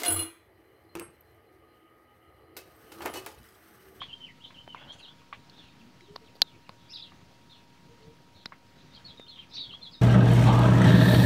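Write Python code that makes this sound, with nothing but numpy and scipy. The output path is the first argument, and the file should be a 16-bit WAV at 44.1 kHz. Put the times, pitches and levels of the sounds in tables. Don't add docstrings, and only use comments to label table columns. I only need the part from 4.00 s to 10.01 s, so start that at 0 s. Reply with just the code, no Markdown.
import sys
import numpy as np
from scipy import signal
from scipy.io import wavfile
from scipy.ndimage import uniform_filter1d

SR = 44100
rng = np.random.default_rng(int(sys.argv[2]) if len(sys.argv) > 2 else 0)


def to_wav(sig):
    pcm = np.clip(np.atleast_2d(sig), -1, 1) * 32767
    pcm = np.round(pcm).astype(np.int16)
    wavfile.write(sys.argv[1], SR, pcm.T)


def magnitude_from_level(level_db):
    exponent = np.asarray(level_db, float) / 20
    return 10 ** exponent


N = 265173


def songbird():
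    direct, far, deep = np.zeros((3, N))
    near_song(direct, deep)
    twisting_calls(direct, deep)
    far_birds(far, deep)
    near = magnitude_from_level(-2) * direct + magnitude_from_level(-5.5) * woodland(direct, t60=.11)
    return near + woodland(far, t60=0.083) + woodland(deep, t60=.17)


# length_share, way_share (first to second pitch), level_db, warble_depth_hz
HOLD_SHAPE = [(0, 0, -10, 15), (.42, .3, 0, 15), (.75, .62, -3, 30), (1, 1, -7, 40)]
HISS_SHAPE = [(0, 0, 2, 800), (.5, 0.68, -1, 700), (1, 0.68, -1, 596)]
SLIDE_SHAPE = [(0, 0.13, -3.5, 50), (.3, .15, -0.5, 100), (.7, .85, -1.5, 120), (1, 0.99, -2, 60)]
TURN_SHAPE = [(0, 0.043, -3, 50.7), (.2, 0.31, 0, 80), (.4, 0.97, -5, 122), (.65, 0.43, -1, 156),
              (.85, -0.097, -2.5, 87.5), (1, -0.56, -32, 80)]
BURR_SHAPE = [(0, 0, -5, 180), (.4, .4, 0, 340), (.75, .8, -1, 340), (1, 1, -4, 250)]
SWELL_SHAPE = [(0, 0.143, -20.5, 40), (.35, 0.3, -3, 111), (.7, .85, 2, 150), (1, 0.74, -5, 120)]
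# start_s, length_s, level_db, first_pitch_hz, second_pitch_hz
HOLDS = [(0.122, 0.024, -40, 3080, 3210), (0.196, 0.078, -41.5, 3100, 2970),
         (0.436, 0.028, -44, 3155, 2970), (0.571, 0.035, -44.5, 2990, 3130),
         (0.669, 0.078, -45.5, 3103, 2890), (0.889, 0.037, -43, 3110, 3380),
         (4.906, 0.037, -61, 3710, 3550), (4.958, 0.03, -54.5, 3270, 3050),
         (5.042, 0.035, -45.5, 4350, 4360), (5.169, 0.045, -49, 3777, 3673),
         (5.196, 0.068, -57, 3623, 3650), (5.276, 0.046, -48, 4310, 3990), (5.31, 0.037, -48.5, 3500, 3240),
         (5.38, 0.035, -43.5, 3260, 3000), (5.821, 0.023, -42.5, 4175, 4160),
         (5.854, 0.029, -43.5, 3573, 3210), (5.93, 0.043, -56, 5000, 5030),
         (5.937, 0.05, -48.5, 3737, 3717), (2.91, .024, -48, 5130, 5230), (2.897, .014, -53, 5150, 5200),
         (0.61, 0.02, -53, 3105, 3000), (1.69, .025, -61.5, 3780, 3600), (5.812, .03, -54, 3570, 3500),
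         (5.724, 0.0345, -42, 3096, 3520)]
HISSES = [
    (.92, .035, -64, 6400, 7100),
    (.975, .035, -67, 7100, 6700),
    (.925, .028, -71, 9500, 10000),
    (.988, .022, -70, 9900, 9500),
    (2.915, .04, -74, 10500, 11200),
]
HOARSE = [
    (2.9, .035, -58, 5050, 5400),
    (2.955, .06, -57, 4800, 4300),
    (3.03, .05, -60, 3900, 3400),
    (5.53, .05, -54, 4700, 5500),
    (5.56, .08, -49.5, 4300, 3900),
    (5.548, .045, -61, 3000, 2600),
    (5.63, .05, -56, 4100, 3700),
]
SLIDES = [(0, .038, -40, 3120, 3350), (0.08, 0.048, -49, 3070, 2775), (0.25, 0.055, -53.5, 2950, 2000),
          (.285, .045, -58, 2100, 1930), (0.4, 0.04, -54, 2800, 3450), (0.54, 0.04, -51.5, 3190, 2780),
          (0.733, 0.05, -55, 2910, 2010), (0.872, 0.035, -52, 2970, 3500),
          (1.023, 0.046, -48.5, 4110, 2860), (1.075, 0.03, -50, 3140, 3510),
          (1.792, 0.038, -61.5, 3280, 2340), (2.004, 0.12, -67, 4070, 2900),
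          (2.236, 0.071, -63.5, 4400, 2370), (2.643, 0.039, -66, 2900, 2300),
          (4.928, 0.027, -55, 3530, 4640), (4.945, .025, -57, 4400, 3200),
          (5.062, 0.072, -55.5, 4075, 3240), (5.262, .03, -56, 2900, 4000), (5.403, .045, -58, 3000, 2320),
          (5.69, 0.029, -45, 3440, 2784), (5.81, 0.021, -55, 3380, 4170), (5.838, .025, -47, 4145, 3500),
          (5.91, 0.019, -57, 4410, 5100), (5.926, 0.032, -50.5, 4600, 3700)]
TURNS = [
    (.435, 0.0318, -48, 3290, 3830),
]
BURRS = [
    (0, .05, -48, 3500, 3400),
    (5.068, .055, -51, 4100, 3600),
    (4.933, .05, -55, 4300, 3900),
    (3.045, .06, -61, 3100, 3000),
    (.98, .04, -54, 3000, 2950),
    (5.292, .045, -51, 4100, 3550),
    (5.34, .05, -52, 3600, 3050),
    (5.508, .045, -49, 3800, 4100),
    (5.525, .04, -48, 4000, 4250),
    (5.53, .05, -54, 4800, 5300),
]
NASALS = [
    (2.878, .058, -52, 2250, 2880),
    (5.485, .04, -62, 2500, 2450),
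    (5.525, .05, -57, 2250, 3100),
]


def near_song(direct, deep):
    for shape, notes in ((HOLD_SHAPE, HOLDS), (HISS_SHAPE, HISSES + HOARSE), (SLIDE_SHAPE, SLIDES),
                         (TURN_SHAPE, TURNS), (BURR_SHAPE, BURRS)):
        for row in notes:
            start, note = whistle(syllable(shape, *row), octave_db=-41)
            add(direct, start, note)
            if shape is SLIDE_SHAPE:
                add(deep, start, magnitude_from_level(-9) * note)
    for row in NASALS:
        add(direct, *whistle(syllable(SWELL_SHAPE, *row), octave_db=5.5))


# time_s, pitch_hz, level_db, warble_depth_hz
SQUAWK = [(2.926, 3114, -55, 40), (2.939, 3940, -37, 60), (2.946, 5060, -46, 60), (2.953, 4600, -44, 60),
          (2.961, 3855, -35.5, 50), (2.973, 3340, -47.5, 70), (2.99, 3380, -50, 90)]
SQUAWK_END = [(2.988, 3900, -50, 60), (2.996, 3815, -44, 60), (3.004, 3380, -45, 60),
              (3.015, 3470, -49, 60), (3.027, 3940, -43.5, 70), (3.033, 4170, -50, 70),
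              (3.039, 3430, -47, 70), (3.062, 3300, -56, 90)]
RASP = [(5.538, 4320, -50, 120), (5.555, 4520, -39.5, 140), (5.573, 3630, -41, 120),
        (5.585, 3910, -35, 110), (5.597, 4460, -43, 80), (5.63, 4390, -44, 90), (5.66, 4280, -52, 120)]
RASP_END = [(5.59, 4030, -49, 60), (5.605, 3910, -40, 60), (5.625, 3680, -40.5, 80), (5.639, 3565, -43, 90),
            (5.654, 3290, -49.5, 140), (5.685, 3430, -51, 160)]


def twisting_calls(direct, deep):
    for call in (SQUAWK, SQUAWK_END, RASP, RASP_END):
        start, note = whistle(call, octave_db=-43)
        add(direct, start, note)
        add(deep, start, magnitude_from_level(-13) * note)


# start_s, length_s, level_db, first_pitch_hz, second_pitch_hz
FAR_NOTES = [(.005, 0.042, -58, 4480, 3700), (.42, 0.093, -59, 3890, 3630), (.755, 0.1, -54, 2880, 3150),
             (.86, 0.088, -61, 3870, 4180), (.91, 0.029, -53, 3630, 3050), (0.98, 0.037, -61.5, 4200, 4400),
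             (1.02, 0.06, -57, 4150, 3930), (1.17, 0.05, -66, 3600, 2240), (1.505, 0.05, -63.5, 3330, 3580),
             (1.63, 0.06, -64, 2900, 2850), (1.601, 0.12, -66.5, 4300, 3680),
             (2.5, 0.062, -66.5, 2800, 2400), (2.77, 0.14, -68, 3560, 3590),
             (2.953, 0.089, -57, 5300, 3950), (2.95, 0.062, -58, 2900, 3000),
             (3.53, 0.068, -64.5, 4200, 3750), (4.37, .07, -62, 4020, 3750),
             (5.548, 0.043, -55.5, 3100, 2580), (5.845, .04, -53, 4130, 3810),
             (4.77, 0.05, -61, 3850, 3730), (4.93, 0.045, -57, 4300, 4550), (5.045, 0.073, -65, 4800, 4530),
             (5.371, 0.065, -58, 4010, 3480), (5.709, 0.027, -50, 4040, 3935)]
# length_share, way_share, level_db, warble_depth_hz
FLICK_SHAPE = [(0, .1, 0, 80), (.13, .2, 2, 120), (.2, .9, -4, 200), (.28, .5, -2, 180), (.36, .1, 1, 120),
               (.46, -.15, -2, 140), (.56, -.4, -13, 160), (.8, -.8, -6, 200), (1, -.6, -13, 200)]
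# start_s, length_s, level_db, first_pitch_hz, second_pitch_hz
FLICKS = [
    (1.548, .1, -55, 3500, 4450),
    (2.432, .095, -60, 3500, 4400),
    (3.482, .1, -56, 3500, 4440),
    (4.33, 0.094, -59, 3750, 4400),
]


def far_birds(far, deep):
    for shape, notes, place in ((BURR_SHAPE, FAR_NOTES, far), (FLICK_SHAPE, FLICKS, deep)):
        for row in notes:
            add(place, *whistle(syllable(shape, *row), octave_db=-56))


def syllable(shape, start, length, db, first_hz, second_hz):
    return [(start + share * length, first_hz + way * (second_hz - first_hz), db + shape_db, depth)
            for share, way, shape_db, depth in shape]


def whistle(rows, octave_db):
    t, (hz, db, depth) = curves(rows)
    drift, flutter = (wander(N // 8, smooth)[:len(t)] for smooth in (150, 90))
    rasp = .3 * wander(N // 8, smooth=25)[:len(t)]
    warble_hz = 125.66 * (1 + .35 * drift)
    warble = np.sin(2 * np.pi * np.cumsum(warble_hz) / SR) + rasp
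    phase = 2 * np.pi * np.cumsum(uniform_filter1d(hz, size=150) + depth * warble) / SR
    tone = np.sin(phase) + magnitude_from_level(octave_db) * np.sin(2 * phase)
    return t[0], magnitude_from_level(db + 2.5 * flutter) * evened(tone) * signal.windows.tukey(len(t), .36)


def woodland(x, t60):
    taps = np.zeros(SR // 3)
    at = np.arange(60, len(taps) - 30, 30)
    taps[at + rng.integers(0, 30, len(at))] = rng.choice([-1., 1.], len(at))
    t = np.arange(len(taps)) / SR
    decay = magnitude_from_level(-60 * t / t60) + 0.18 * magnitude_from_level(-20 * t / t60)
    taps *= decay * (1 - np.exp(-t / 0.0018))
    return signal.fftconvolve(x, taps / np.linalg.norm(taps))[:len(x)]


# time_s, blow_db, bark_db, scatter_db, top_khz
PECKS = [
    (0.017, -27, -19.5, -13, 3.35),
    (0.505, -44.5, -14, -16, 2.6),
    (0.7464, -30.5, -32, -8, 3),
    (1.107, -56, -28, -16, 4.6),
    (1.216, -53.5, -18, -2, 2),
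    (1.327, -27, -19.5, -21, 2.67),
    (3.119, -44, -15, -36, 1.9),
    (4.521, -34.5, -12, -27, 1.86),
    (5.374, -49.5, -13.5, -1, 3.1),
    (5.737, -43, -26, -12, 3.4),
]
# pitch_hz, level_db, t60_s
LIMB = [(803, -15.5, 0.04), (1104, 2.5, 0.02), (1263, -15, 0.025)]
# pitch_hz, level_db, t60_s
BARK = [(1900, -13.5, 0.028), (2240, 3, 0.087), (2900, -1, 0.17), (3500, 4, 0.13), (1600, -38, 0.09)]


def woodpecker():
    out, t = np.zeros(N), np.arange(SR // 5) / SR
    for s, db, bark_db, scatter_db, top_khz in PECKS:
        tune = rng.uniform(0.913, 1.048, 8)
        chatter = rng.standard_normal(len(t)) * (rng.random(len(t)) < .12)
        limb, bark = np.zeros((2, len(t)))
        for (hz, mode_db, t60), k in zip(LIMB, tune):
            limb += magnitude_from_level(mode_db - 60 * t / t60) * np.sin(2 * np.pi * hz * k * t)
        for (hz, mode_db, t60), k in zip(BARK, tune):
            bark += magnitude_from_level(mode_db - 60 * t / t60) * evened(resonate(chatter, hz * k, 650))
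        blow = (limb + magnitude_from_level(bark_db) * bark) * (1 - np.exp(-t / 0.0008))
        scattered = blow + magnitude_from_level(scatter_db) * woodland(blow, t60=0.17)
        add(out, s, magnitude_from_level(db) * dull(scattered, 1000 * top_khz))
    return out


# pitch_hz, width_hz, late_ring_strength
TRAPS = [(4000, 205, 2.2), (4000, 205, 2.2), (12250, 60, 1.2)]


def shell():
    out = np.zeros(N)
    finger_thumps(out)
    panel_knocks(out)
    nail_snaps(out)
    for hz, width, strength in TRAPS:
        out = out - strength * resonate(out, hz, width)
    return out - .6 * resonate(out, 8400, 1800)


# time_s, level_db,
# pitch_hz, spread_s
THUMPS = [(0.6772, -33.5, 575, 0.0041), (2.008, -42, 2020, 0.0046), (2.1586, -38, 970, 0.0036),
          (2.1614, -30, 1000, 0.00043), (2.161, -37.5, 246, 0.0017), (2.354, -43.5, 301, 0.019),
          (2.418, -35, 285, 0.0063), (2.42, -42, 710, 0.002), (2.4186, -18, 5500, 0.0003),
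          (2.6924, -36, 2300, 0.0008), (2.699, -48, 400, .003), (4.4564, -40, 1490, 0.0052),
          (4.458, -27, 1860, 0.00099), (4.4582, -36, 800, 0.00037), (0.7472, -35, 1030, 0.00072),
          (5.196, -35.5, 267, 0.0028), (5.197, -40, 1976, 0.003)]


def finger_thumps(out):
    for s, db, hz, spread in THUMPS:
        slips = np.diff(slipping(spread), prepend=0)
        width = 300 + 0.38 * hz
        thump = dull(resonate(resonate(slips, hz, width), hz, width), min(4.8 * hz, SR / 3))
        add(out, s, magnitude_from_level(db) * thump / abs(thump).max())


# time_s, level_db, pitch_hz, t60_s
KNOCKS = [(2.4188, -13, 760, .007), (2.4182, -17, 1650, .005), (2.4186, -21, 1150, .007),
          (2.4195, -36, 260, .03), (2.6932, -35, 190, .025), (2.6931, -29.5, 1050, .012),
          (2.6936, -37, 520, .012), (4.4585, -33, 720, .006), (4.4588, -32, 240, .018),
          (2.1612, -38, 240, .015), (5.592, -43, 300, .03), (2.1587, -41, 1000, .02),
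          (2.159, -40, 1900, .012), (2.1595, -41, 2850, .012), (2.1619, -30, 4750, .006),
          (.677, -40, 400, .02), (.7465, -40, 480, .02), (.7468, -38, 1400, .012), (5.196, -38, 260, .025),
          (4.459, -38, 400, .015)]


def panel_knocks(out):
    t = np.arange(2000) / SR
    for s, db, hz, t60 in KNOCKS:
        ring = magnitude_from_level(db - 60 * t / t60) * np.sin(2 * np.pi * hz * t)
        add(out, s, thin(ring * (1 - np.exp(-t / .00015)), .4 * hz))


# time_s, snap_db, tick_db, spread_s
SNAPS = [
    (1.497, -41, -62, 0.0022),
    (2.159, -40, -68, 0.0014),
    (2.1618, -32, -48, 0.00011),
    (2.354, -47, -52, 0.013),
    (2.4181, -41, -15.5, 0.00004),
    (2.4184, -0.5, -42, 0.00015),
    (2.693, -39, -76, 0.00064),
    (4.031, -51, -70, 0.0013),
    (4.458, -24.5, -51, 0.00094),
]
# pitch_hz, width_hz, level_db
SNAP_MODES = [(3780, 980, 0), (4050, 1600, 0), (4450, 1240, 0)]
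# low_hz, high_hz
TICK_BAND = (10100, 14200)


def nail_snaps(out):
    for s, snap_db, tick_db, spread in SNAPS:
        slips, snap = slipping(spread), np.zeros(2000)
        for k, (hz, width, db) in enumerate(SNAP_MODES):
            snap += (-1) ** k * magnitude_from_level(db) * resonate(resonate(slips, hz, width), hz, width)
        tick = signal.sosfilt(signal.butter(2, TICK_BAND, "band", fs=SR, output="sos"), slips)
        for db, ring in ((snap_db, snap), (tick_db, tick)):
            add(out, s, magnitude_from_level(db) * ring / abs(ring).max())


def slipping(spread):
    slips, (when, size) = np.zeros(2000), rng.random((2, 5))
    slips[(np.clip(when * spread, 0, .03) * SR).astype(int)] = 2 * size - 1
    slips[0] = -1
    return slips


# time_s, level_db
RUSTLE = [
    (.745, -64),
    (.755, -53),
    (.84, -54.5),
    (.974, -60),
    (1.15, -66),
]


def twigs():
    t, (db,) = curves(RUSTLE)
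    snaps = (rng.random(len(t)) < 900 / SR) * rng.standard_normal(len(t))
    wood = resonate(resonate(snaps, 730, 1150), 860, 1200) + 1.2 * resonate(snaps, 1440, 120)
    out = np.zeros(N)
    add(out, t[0], magnitude_from_level(db - 1.5) * evened(wood))
    return dull(out, hz=3000)


# start_s, length_s, level_db, first_pitch_hz, second_pitch_hz
MOANS = [
    (1.77, 0.18, -55.5, 219, 252),
    (2.012, 0.037, -54, 353, 355),
    (2.062, 0.12, -55, 403, 422),
    (2.2, .06, -61, 450, 440),
    (3.87, 0.095, -61.5, 453, 482),
    (3.98, 0.18, -57, 436, 463),
]


def moans():
    out = np.zeros(N)
    for row in MOANS:
        t, (hz, db, _) = curves(syllable(SLIDE_SHAPE, *row))
        tone = np.sqrt(2) * np.sin(2 * np.pi * np.cumsum(hz) / SR)
        unsteady = magnitude_from_level(db + 2.8 * wander(len(t), smooth=250))
        add(out, t[0], unsteady * tone * signal.windows.tukey(len(t), .6))
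    return out


# pitch_hz, level_db (per Hz)
AIR_COLOUR = [(15, -42), (40, -42), (70, -3.5), (130, 2), (260, -6.5), (400, -9), (900, -13.5), (2000, -16),
              (4500, -18), (6500, -24), (8200, -29.5), (11000, -31.5), (14000, -33.5), (15600, -32)]
# time_s, level_db
GUST = [(0, 5), (.4, 2.5), (.8, 3), (1.2, 3), (1.6, 5), (2.0, 2.8), (2.4, 2.5), (2.8, 3), (3.2, 4),
        (3.6, 2.6), (4.0, 4), (4.25, 2.5), (4.6, 1), (4.9, 6.5), (5.15, 6), (5.25, 1.5), (5.6, 5.5),
        (6.01, 4)]


def air():
    frames, hz = N // 256 + 5, np.fft.rfftfreq(1024, 1 / SR)
    a, b, patches = rng.standard_normal((frames, 513, 3)).T
    patches = evened(uniform_filter1d(uniform_filter1d(patches, size=12, axis=0), size=8, axis=1))
    f, level_db = np.transpose(AIR_COLOUR)
    colour_db = np.interp(np.log(hz + 1), np.log(f + 1), level_db)[:, None]
    hz = hz[:, None]
    swell_db = np.interp(np.arange(frames) * 256 / SR, *np.transpose(GUST))
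    swell_db = swell_db / (1 + (hz / 7000) ** 4)
    patch_db = (1.0 + 1.7 / (1 + (hz / 400) ** 2)) * patches
    flicker_db = 0.75 * wander(frames, smooth=1)
    z = (a + 1j * b) * magnitude_from_level(colour_db + patch_db + flicker_db + swell_db)
    z *= hz < 15720
    return magnitude_from_level(-58) * evened(signal.istft(z, nperseg=1024, noverlap=768)[1][:N])


# pitch_hz, level_db
HUM = [(118.4, -75.5), (183.0, -72), (258.4, -71), (296.1, -73.5), (355.3, -77), (527.6, -81),
       (942.1, -68.5), (1297, -80), (1410, -108)]


def drive():
    t, out = np.arange(N) / SR, np.zeros(N)
    for hz, db in HUM:
        level = np.sqrt(2) * magnitude_from_level(db + 0.858 * wander(N, smooth=6000))
        out += level * np.sin(2 * np.pi * (hz * t + rng.random()))
    return out


def evened(x):
    return x / np.sqrt(np.mean(x ** 2) + 1e-20)


def add(mix, s, sound):
    part = mix[round(s * SR):][:len(sound)]
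    part += sound[:len(part)]


def resonate(x, hz, width):
    turn, r = np.exp(2j * np.pi * hz * np.arange(len(x)) / SR), np.exp(-np.pi * width / SR)
    return 2 * (turn * signal.lfilter([1 - r], [1, -r], x / turn)).real


def wander(size, smooth):
    return evened(uniform_filter1d(uniform_filter1d(rng.standard_normal(size), smooth), smooth))


def curves(rows):
    s, *columns = np.transpose(rows)
    t = np.arange(s[0], s[-1], 1 / SR)
    return t, [np.interp(t, s, c) for c in columns]


def dull(x, hz):
    return signal.sosfilt(signal.butter(4, hz, fs=SR, output="sos"), x)


def thin(x, hz):
    return signal.sosfilt(signal.butter(2, hz, "high", fs=SR, output="sos"), x)


def scene():
    return (air() + drive() + shell() + woodpecker() + moans() + twigs() + songbird())[None]


def low_pass(x):
    return signal.sosfilt(signal.butter(12, 16360, fs=SR, output="sos"), x)


def record(dry):
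    mix = dry - .0007
    return low_pass(mix)


dry = scene()
out = record(dry)
to_wav(out)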